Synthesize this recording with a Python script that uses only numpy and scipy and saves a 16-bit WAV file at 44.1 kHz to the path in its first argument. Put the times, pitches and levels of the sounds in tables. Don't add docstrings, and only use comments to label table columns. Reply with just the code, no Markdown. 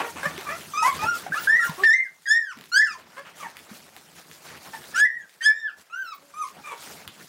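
import sys
import numpy as np
from scipy import signal
from scipy.fft import rfft, irfft, next_fast_len
from scipy.io import wavfile
from scipy.ndimage import uniform_filter1d, map_coordinates

SR = 44100
rng = np.random.default_rng(int(sys.argv[2]) if len(sys.argv) > 2 else 0)


def put_to_file(sound):
    columns = np.atleast_2d(sound).T
    safe = np.clip(columns, -1, 1)
    whole_steps = np.round(safe * 32767)
    wavfile.write(sys.argv[1], SR, whole_steps.astype(np.int16))


N = 321048

# f/Hz, t60/s
BOX_DECAY = [(200, 0.088), (1700, 0.222), (5000, 0.1914), (12000, 0.0824)]
# t/s, shuffle/dB, rustle/dB
BUSTLE = [(0, -53.5, -30), (0.139, -49.5, -49), (.28, -47, -39.5), (.67, -52, -48), (1.1, -46.5, -45),
          (1.76, -55.5, -46), (2.001, -52, -47.5), (2.45, -60.5, -52.5), (2.75, -51, -53),
          (3.1, -47.5, -38.5), (3.5, -45, -42), (4.0, -55, -50), (4.9, -53, -47), (5.15, -52.5, -47.5),
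          (5.6, -54.5, -43), (6.0, -61.5, -44), (6.249, -53.5, -44), (6.6, -49, -39), (7.28, -47.5, -47.5)]
# middle t/s,
# length/s, shuffle/dB, rustle/dB, fibre hiss/dB
DRAGS = [(0.871, 0.082, -59, -38, -33.5), (0.938, 0.19, -60.5, -39, -42.5),
         (1.039, 0.089, -36.5, -36.5, -44.5), (1.17, 0.066, -62, -62, -43.5),
         (1.37, 0.13, -69.5, -41.5, -40), (1.452, 0.063, -54.5, -42.5, -40.5),
         (2.6, 0.1215, -41, -38.5, -58.5), (2.698, 0.037, -66, -59.5, -40), (3.004, 0.086, -51, -36, -59.5),
         (3.419, 0.1585, -61.5, -34.5, -37), (3.741, 0.12, -44, -40, -43), (4.191, 0.041, -47, -45.5, -51),
         (4.522, 0.192, -54, -41.5, -52), (5.803, 0.075, -44.5, -37, -34.5),
         (6.481, 0.09, -59, -53.5, -34.5), (6.914, 0.34, -46, -35.5, -34)]
# f/Hz, gain/dB
SHUFFLE_COLOUR = [(35, -42), (60, -35), (80, -2), (118, -14), (151, 0), (231, -6), (400, -9), (520, -13.5),
                  (880, -120)]
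CLOTH_COLOUR = [(150, -41), (250, -4), (616, 4), (1060, 2.5), (1470, 2.5), (1870, 1), (4080, -8),
                (13800, -19.5), (15800, -20.5)]
# t/s, level/dB, f/Hz
THUDS = [(0.159, -35.5, 285), (0.263, -29, 164.8), (0.379, -31.5, 369.2), (1.039, -27, 131.3),
         (1.298, -36.5, 169.4), (1.693, -26, 157.8), (2.57, -28.5, 244), (3.713, -26, 208.2),
         (7.077, -30.5, 103.2)]
# t/s, relative level/dB
CLICKS = [(0.3792, -25), (0.4113, -26.5), (.615, -38), (1.036, -24), (1.0842, -32.5), (1.4458, -26),
          (1.696, -26), (2.574, -26), (2.588, -22), (2.611, -20), (2.64, -25), (2.6576, -25), (3.5, -27),
          (3.569, -19), (3.591, -23), (3.965, -25), (4.314, -27), (4.8412, -33), (5.295, -24.5),
          (5.328, -29.5), (5.341, -25), (6.4745, -25), (6.4874, -24), (7.0775, -12.5)]
# f/Hz, width/Hz, gain/dB
CLICK_MODES = [(1896, 900, 0.5), (4020, 2100, 0.5), (7500, 5300, -2.5), (11900, 10000, -3.5)]
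# t/s, length/s, mouth f/Hz, low level/dB, treble level/dB
SNUFFLES = [(0, 0.035, 1050, -28.5, -49), (.158, 0.086, 1100, -38, -48.5), (1.836, .025, 2200, -27, -46),
            (3.146, .04, 2200, -43.5, -55), (3.248, 0.082, 1280, -34.5, -54), (4.95, 0.19, 2500, -37, -45),
            (5.41, 0.079, 2280, -29, -37), (6.655, .12, 1050, -32, -40)]
# t/s, swell/s, fade/s, first f/Hz, last f/Hz, fundamental/dB, overtones before colour/dB, mouth f/Hz
WHIMPERS = [(.025, 0.025, 0.048, 473.5, 461.3, -37.5, -35.5, 1877),
            (.23, 0.036, 0.016, 526.3, 604.6, -33.5, -25.5, 1756),
            (.465, 0.0062, 0.061, 1150, 1218, -29, -36, 2275),
            (.488, 0.037, .045, 560.1, 721.4, -38.5, -29, 1740),
            (1.02, 0.018, 0.015, 852.5, 866.7, -25.5, -34.5, 1720),
            (1.345, 0.039, .025, 1132, 1462, -25.5, -34, 2530),
            (1.778, 0.0444, .042, 359.7, 390, -35, -35.5, 1100),
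            (2.256, 0.0095, 0.022, 1843, 1727, -15, -31.5, 3490),
            (4.938, 0.0085, 0.016, 1693, 1684, -28.5, -54.5, 3390),
            (5.407, 0.011, 0.021, 1814, 1807, -12, -45, 3500),
            (6.15, 0.1015, 0.0783, 259.7, 288.1, -48.5, -46, 585),
            (6.555, 0.045, .035, 717.7, 854.4, -41.5, -63, 1600),
            (6.636, 0.045, .06, 1187, 1115, -26.5, -28, 2380)]
GRUNTS = [(.852, 0.0127, 0.0292, 716.4, 805.1, -33, -25, 1587),
          (1.263, 0.00194, 0.0223, 756.5, 731, -32.5, -39, 1459),
          (1.668, 0.0286, 0.0203, 1159, 823, -34, -45.5, 1864),
          (3.165, 0.0224, 0.0272, 504.1, 573, -32, -24.5, 1654),
          (3.4, .032, .045, 1219, 874, -25, -29, 2010), (4.732, .006, .04, 890, 830, -39, -40, 1740),
          (6.708, 0.0186, 0.0383, 497.2, 448.6, -35.5, -24.5, 994)]
# f/Hz, gain/dB
MUFFLED_COLOUR = [(600, 8), (1100, -6.5), (1700, -1), (2400, -16), (3400, -28), (5300, -19.5), (8000, -24),
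                  (15000, -35)]
THROAT_COLOUR = [(1600, 14.5), (2500, -0.5), (3600, -11), (4300, -17), (5300, -0.5), (7000, -12),
                 (9500, -17), (12000, -33), (15000, -35)]
MUFFLED_HZ, THROAT_HZ = 1700, 5147
# t/s, length/s, f/Hz, level/dB
WHISTLES = [(1.394, 0.049, 15450, -39), (1.642, 0.039, 14900, -37.5), (5.953, 0.145, 13700, -42.5),
            (5.976, 0.17, 15400, -49), (6.14, 0.027, 14900, -33.5)]
# t/s, f/Hz, fundamental/dB, overtones before colour/dB
SQUEALS = [
    [(0.735, 1177, -32, -52), (0.76, 1181, -26.5, -39.5), (0.8, 1300, -25, -36.5),
     (0.83, 1267, -24.5, -42.5), (0.86, 1296, -48, -49.5)],
    [(.824, 903, -23, -39), (.86, 1019, -18, -42.5), (.885, 1134, -22.5, -47), (.93, 1010, -33, -63)],
    [(0.99, 1193, -33, -50.5), (1.04, 1266, -36, -42), (1.09, 1420, -20.5, -41), (1.125, 1407, -27.5, -49),
     (1.17, 1255, -44, -48.5)],
    [(1.32, 1489, -26, -53.5), (1.34, 1742, -23.5, -54.5), (1.365, 1630, -55.5, -66.5)],
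    [(1.472, 1548, -18, -52), (1.495, 1738, -19.5, -38.5), (1.55, 1842, -12, -46), (1.57, 1992, -22, -52.5),
     (1.62, 1853, -19.5, -39.5), (1.645, 1582, -29.5, -55), (1.665, 1416, -40, -53)],
    [(1.595, 1345, -35, -54), (1.65, 1395, -28, -48), (1.7, 1420, -48, -50)],
    [(1.835, 1781, -13.5, -55), (1.87, 1826, -4, -25.5), (1.878, 1736, -5.5, -21), (1.89, 1739, 0, -18),
     (1.915, 1806, 5.5, -23), (1.932, 1874, -3.5, -15), (1.942, 2060, 3, -29.5), (1.99, 2082, -7.5, -34.5),
     (2.03, 2098, -11, -47.5), (2.055, 1698, -23, -43.5), (2.085, 1492, -35.5, -76)],
    [(2.262, 1623, -28, -30), (2.285, 1646, -8, -15.5), (2.32, 1765, -1.5, -10), (2.36, 1848, -1.5, -28.5),
     (2.39, 1878, -9, -35), (2.46, 1651, -23.5, -40.5), (2.51, 1459, -23, -35), (2.538, 916, -40.5, -41.5)],
    [(2.717, 1373, -24, -27.5), (2.75, 1495, -7.5, -11.5), (2.78, 1665, 3.5, -7), (2.814, 1751, -5, -18),
     (2.822, 2048, -7.5, -28), (2.832, 1762, -2.5, -31.5), (2.85, 1770, -6.5, -24),
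     (2.88, 1391, -16.5, -29), (2.93, 1150, -34.5, -31.5), (2.96, 990, -27.5, -51.5)],
    [(4.945, 1279, -39, -51), (4.96, 1383, -23.5, -34.5), (4.995, 1636, -20.5, -29.5),
     (5.015, 1711, -1.5, -20.5), (5.04, 1726, 8, -22.5), (5.048, 1822, -4.5, -26.5),
     (5.056, 2007, 1.5, -32.5), (5.09, 1803, -14.5, -46.5), (5.17, 1924, -16.5, -51),
     (5.22, 1662, -28, -48), (5.26, 1551, -34, -63.5)],
    [(5.42, 1530, -20, -28), (5.435, 1544, -26, -15), (5.462, 1729, 2.5, -7.5), (5.51, 1735, 0, -20),
     (5.525, 1806, -10, -36), (5.6, 1829, -21, -26), (5.67, 1708, -6, -41.5), (5.695, 1412, -20, -31),
     (5.725, 1111, -50, -35)],
    [(5.898, 1253, -35, -48.5), (5.94, 1392, -17.5, -35), (5.975, 1552, -16.5, -38.5),
     (6.02, 1557, -14.5, -39.5), (6.07, 1344, -26.5, -29), (6.12, 1287, -22, -29), (6.135, 1106, -24, -31),
     (6.17, 1110, -47, -50)],
    [(6.338, 1156, -27.5, -48), (6.38, 1254, -24.5, -47), (6.42, 1236, -16.5, -37.5),
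     (6.45, 1042, -19, -44), (6.49, 1138, -57.5, -58)],
]
# first f/Hz, last f/Hz, tilt/dB per partial, jitter/share of pitch
SQUEAL_MOUTHS = [(5200, 5170, -0.73, 0.0049), (5260, 7500, 1.3, .008), (5520, 4955, -1.4, 0.0042),
                 (3997, 6700, 0, 0.0029), (5567, 5100, 1.3, 0.0061), (5400, 5650, 2.5, .006),
                 (5480, 4750, 0.1, 0.0047), (5070, 5286, -0.82, 0.0016), (4125, 5050, 0, 0.0034),
                 (5110, 5750, 0.38, 0.0047), (5550, 2687, -1.1, .003), (6340, 3540, -1.8, 0.0037),
                 (5990, 5760, 1.69, 0.0038)]
# t/s, length/s, f/Hz, level against the cry/dB
FOLD_FLAP = (5.478, .1, 563, -22)


def amp(db):
    return 10 ** (np.asarray(db) / 20)


def unit(x):
    return x / np.sqrt(np.mean(x ** 2) + 1e-20)


def along(points, hz):
    f, values = np.transpose(points)
    return np.interp(np.log(hz + 1), np.log(f + 1), values)


def wobble(rate, size=N):
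    knots = rng.standard_normal(int(size * rate / SR) + 4)
    return map_coordinates(knots, [np.arange(size) * rate / SR])


def filtered(x, response):
    size = next_fast_len(N + 8192)
    return irfft(rfft(x, size) * response(np.fft.rfftfreq(size, 1 / SR)), size)[..., :N]


def resonance(f, hz, width_hz):
    return 1j * f * width_hz / (hz * hz - f * f + 1j * f * width_hz)


def patchy_noise(depth_db):
    spectrum = signal.stft(rng.standard_normal(N + 512), nperseg=256)[2]
    patches = uniform_filter1d(rng.standard_normal(spectrum.shape), 5, axis=0)
    patches = uniform_filter1d(patches, 8, axis=1)
    return signal.istft(spectrum * amp(depth_db * unit(patches)), nperseg=256)[1][:N]


def box_walls(x):
    hz, t, spectrum = signal.stft(rng.standard_normal(SR // 2), SR, nperseg=256)
    decay = amp(-60 * t / along(BOX_DECAY, hz)[:, None])
    tail = signal.istft(spectrum * decay, SR, nperseg=256)[1]
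    return signal.fftconvolve(np.pad(x, (200, 0)), tail / np.linalg.norm(tail))[:N]


def crawling():
    t = np.arange(N) / SR
    times, *columns = np.transpose(BUSTLE)
    shuffle_db, rustle_db = [np.interp(t, times, column) for column in columns]
    hiss_db = -47 + 0.13 * (rustle_db - rustle_db.mean())
    levels = amp([shuffle_db, rustle_db, hiss_db])
    for middle, length, *drag_db in DRAGS:
        at = slice(round((middle - length / 2) * SR), round((middle + length / 2) * SR))
        swell = 1 - (2 * (t[at] - middle) / length) ** 2
        levels[:, at] = np.hypot(levels[:, at], amp(drag_db)[:, None] * swell)
    lumps = amp(3.6 * wobble(25))
    shuffle = lumps * filtered(rng.standard_normal(N), lambda f: amp(along(SHUFFLE_COLOUR, f)))
    fibres = patchy_noise(depth_db=2.5) * amp(0.97 * wobble(30) + 1.305 * wobble(400))
    cloth = filtered(fibres, lambda f: amp(along(CLOTH_COLOUR, f)))
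    rustle = filtered(cloth, lambda f: 1 / (1 + (f / 4500) ** 4))
    hiss = amp(2.2 * wobble(20)) * (cloth - rustle)
    return np.sum(levels * [unit(shuffle), unit(rustle), unit(hiss)], axis=0)


def paw_thuds(rise_s=0.00602, t60_s=0.0399):
    out, t = np.zeros(N + SR), np.arange(SR // 5) / SR
    for start, db, hz in THUDS:
        envelope = amp(db + 11.5 - 60 * t / t60_s) * (1 - np.exp(-t / rise_s))
        out[round(start * SR):][:len(t)] += envelope * np.sin(2 * np.pi * hz * t)
    return out[:N]


def clicks():
    out, t = np.zeros(N + SR), np.arange(SR // 5) / SR
    pulse = 2 * np.exp(-t / .0001)
    for start, db in CLICKS:
        burst = .5 * amp(-60 * t / .008) * rng.standard_normal(len(t))
        out[round(start * SR):][:len(t)] += amp(db + 5) * (pulse + burst)
    return filtered(out[:N], lambda f: sum((-1) ** k * amp(db) * resonance(f, hz, width)
                                           for k, (hz, width, db) in enumerate(CLICK_MODES)))


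def snuffles():
    out = np.zeros(N)
    for start, length, hz, low_db, treble_db in SNUFFLES:
        progress = np.clip((np.arange(N) / SR - start) / length, 0, 1)
        air = unit(amp(2.5 * wobble(250)) * rng.standard_normal(N))
        mouth = filtered(air, lambda f: resonance(f, hz, hz) ** 2
                         - .5 * resonance(f, 2 * hz + 400, 1200) ** 2)
        nose = filtered(air, lambda f: resonance(f, 7200, 4200) ** 2)
        out += np.sin(np.pi * progress ** .45) * (amp(low_db) * unit(mouth) + amp(treble_db) * unit(nose))
    return out


def vocal_folds(calls, mouths, colour, colour_hz, rasp_db, breath_db, flicker_db):
    tone, air = np.zeros((2, N + SR))
    k = np.arange(1, 13)[:, None]
    for call, (*mouth_hz, tilt_db, jitter) in zip(calls, mouths):
        times, *columns = np.transpose(call)
        start, end = times[0], times[-1]
        t = np.arange(start, end, 1 / SR)
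        hz, fundamental_db, overtone_db = [np.interp(t, times, column) for column in columns]
        hz = uniform_filter1d(hz, size=180, mode="nearest")
        phase = 2 * np.pi * np.cumsum(hz * (1 + jitter * wobble(153.28, len(t)))) / SR
        mouth_shift = np.linspace(*mouth_hz, len(t)) / colour_hz
        colour_db = along(colour, k[1:] * hz / mouth_shift) + tilt_db * np.maximum(k[1:] - 3, 0)
        level_db = np.vstack([fundamental_db, overtone_db + colour_db])
        level_db += np.where(k > 1, flicker_db, 1.5) * np.array([wobble(70, len(t)) for _ in k])
        level_db += rasp_db * np.where(k > 1, 1.4, 1) * wobble(294.53, len(t))
        partials = amp(level_db) * np.sin(k * phase) * (k * hz < SR / 2.2)
        edge = np.clip(np.minimum(t - start, end - t) / 0.0017, 0, 1)
        at = slice(round(start * SR), round(start * SR) + len(t))
        tone[at] += edge * np.sqrt(2) * partials.sum(axis=0)
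        gasp_db = 10 * np.exp((start - t) / 0.031)
        air_db = np.max(level_db[1:3], axis=0) + breath_db + gasp_db
        air[at] += edge * amp(air_db) * (1 + np.sin(phase))
    breath = filtered(air[:N] * rng.standard_normal(N),
                      lambda f: resonance(f, 1300, 2200) ** 2 + amp(-15) * resonance(f, 5900, 6600) ** 2)
    return tone[:N] + breath


def muffled_calls(rows, tilt_db, jitter, rasp_db, breath_db, ends_db=-9.5, arch=1.03):
    calls, mouths = [], []
    for start, swell, fade, first_hz, last_hz, db, overtone_db, mouth_hz in rows:
        top_hz = arch * (first_hz * fade + last_hz * swell) / (swell + fade)
        calls.append([(start, first_hz, db + ends_db, overtone_db + ends_db),
                      (start + swell, top_hz, db, overtone_db),
                      (start + swell + fade, last_hz, db + ends_db, overtone_db + ends_db)])
        mouths.append((mouth_hz, mouth_hz, tilt_db, jitter))
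    return vocal_folds(calls, mouths, MUFFLED_COLOUR, MUFFLED_HZ, rasp_db, breath_db, flicker_db=3)


def nose_whistles():
    out = np.zeros(N + SR)
    for start, length, hz, db in WHISTLES:
        t = np.arange(0, length, 1 / SR)
        pitch = hz * (1 + 0.11 * t + .006 * wobble(200, len(t)))
        envelope = amp(db) * np.sin(np.pi * t / length) ** .5
        out[round(start * SR):][:len(t)] += envelope * np.sin(2 * np.pi * np.cumsum(pitch) / SR)
    return out[:N]


def squeals():
    cries = vocal_folds(SQUEALS, SQUEAL_MOUTHS, THROAT_COLOUR, THROAT_HZ,
                        rasp_db=1.1, breath_db=-18, flicker_db=4.5)
    start, length, hz, db = FOLD_FLAP
    t = np.arange(N) / SR
    envelope = amp(db) * np.sin(np.pi * np.clip((t - start) / length, 0, 1)) ** .5
    sidebands = np.real(signal.hilbert(cries) * np.exp(2j * np.pi * hz * t))
    return cries + envelope * sidebands


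def scene():
    near = squeals() + nose_whistles()
    far = muffled_calls(WHIMPERS, tilt_db=-2, jitter=.022, rasp_db=1.8, breath_db=-4)
    far += muffled_calls(GRUNTS, tilt_db=-1, jitter=.05, rasp_db=2.2, breath_db=0)
    far += snuffles()
    contacts = paw_thuds() + clicks()
    walls = box_walls(amp(-7) * near + amp(-9.5) * far + amp(-5.5) * contacts)
    return (walls + crawling() + contacts + far + near)[None]


def record(dry, limit_db=-13.5, listen_s=0.0169, attack_s=.008, recover_db_per_s=7):
    power = np.abs(uniform_filter1d(dry ** 2, round(listen_s * SR)))
    duck_db = np.minimum(limit_db - 10 * np.log10(power + 1e-12), 0)
    climb_db = recover_db_per_s * np.arange(N) / SR
    gain_db = climb_db + np.minimum.accumulate(duck_db - climb_db, axis=1)
    ducked = dry * amp(uniform_filter1d(gain_db, round(attack_s * SR)))
    noisy = ducked + amp(-73) * rng.standard_normal(N)
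    ceiling = np.where(noisy > 0, .4, .35)
    clipped = noisy / (1 + np.abs(noisy / ceiling) ** 8) ** (1 / 8)
    return filtered(clipped, lambda f: (f < 15850) / np.sqrt(1 + (65 / (f + 1)) ** 4))


dry = scene()
out = record(dry)
put_to_file(out)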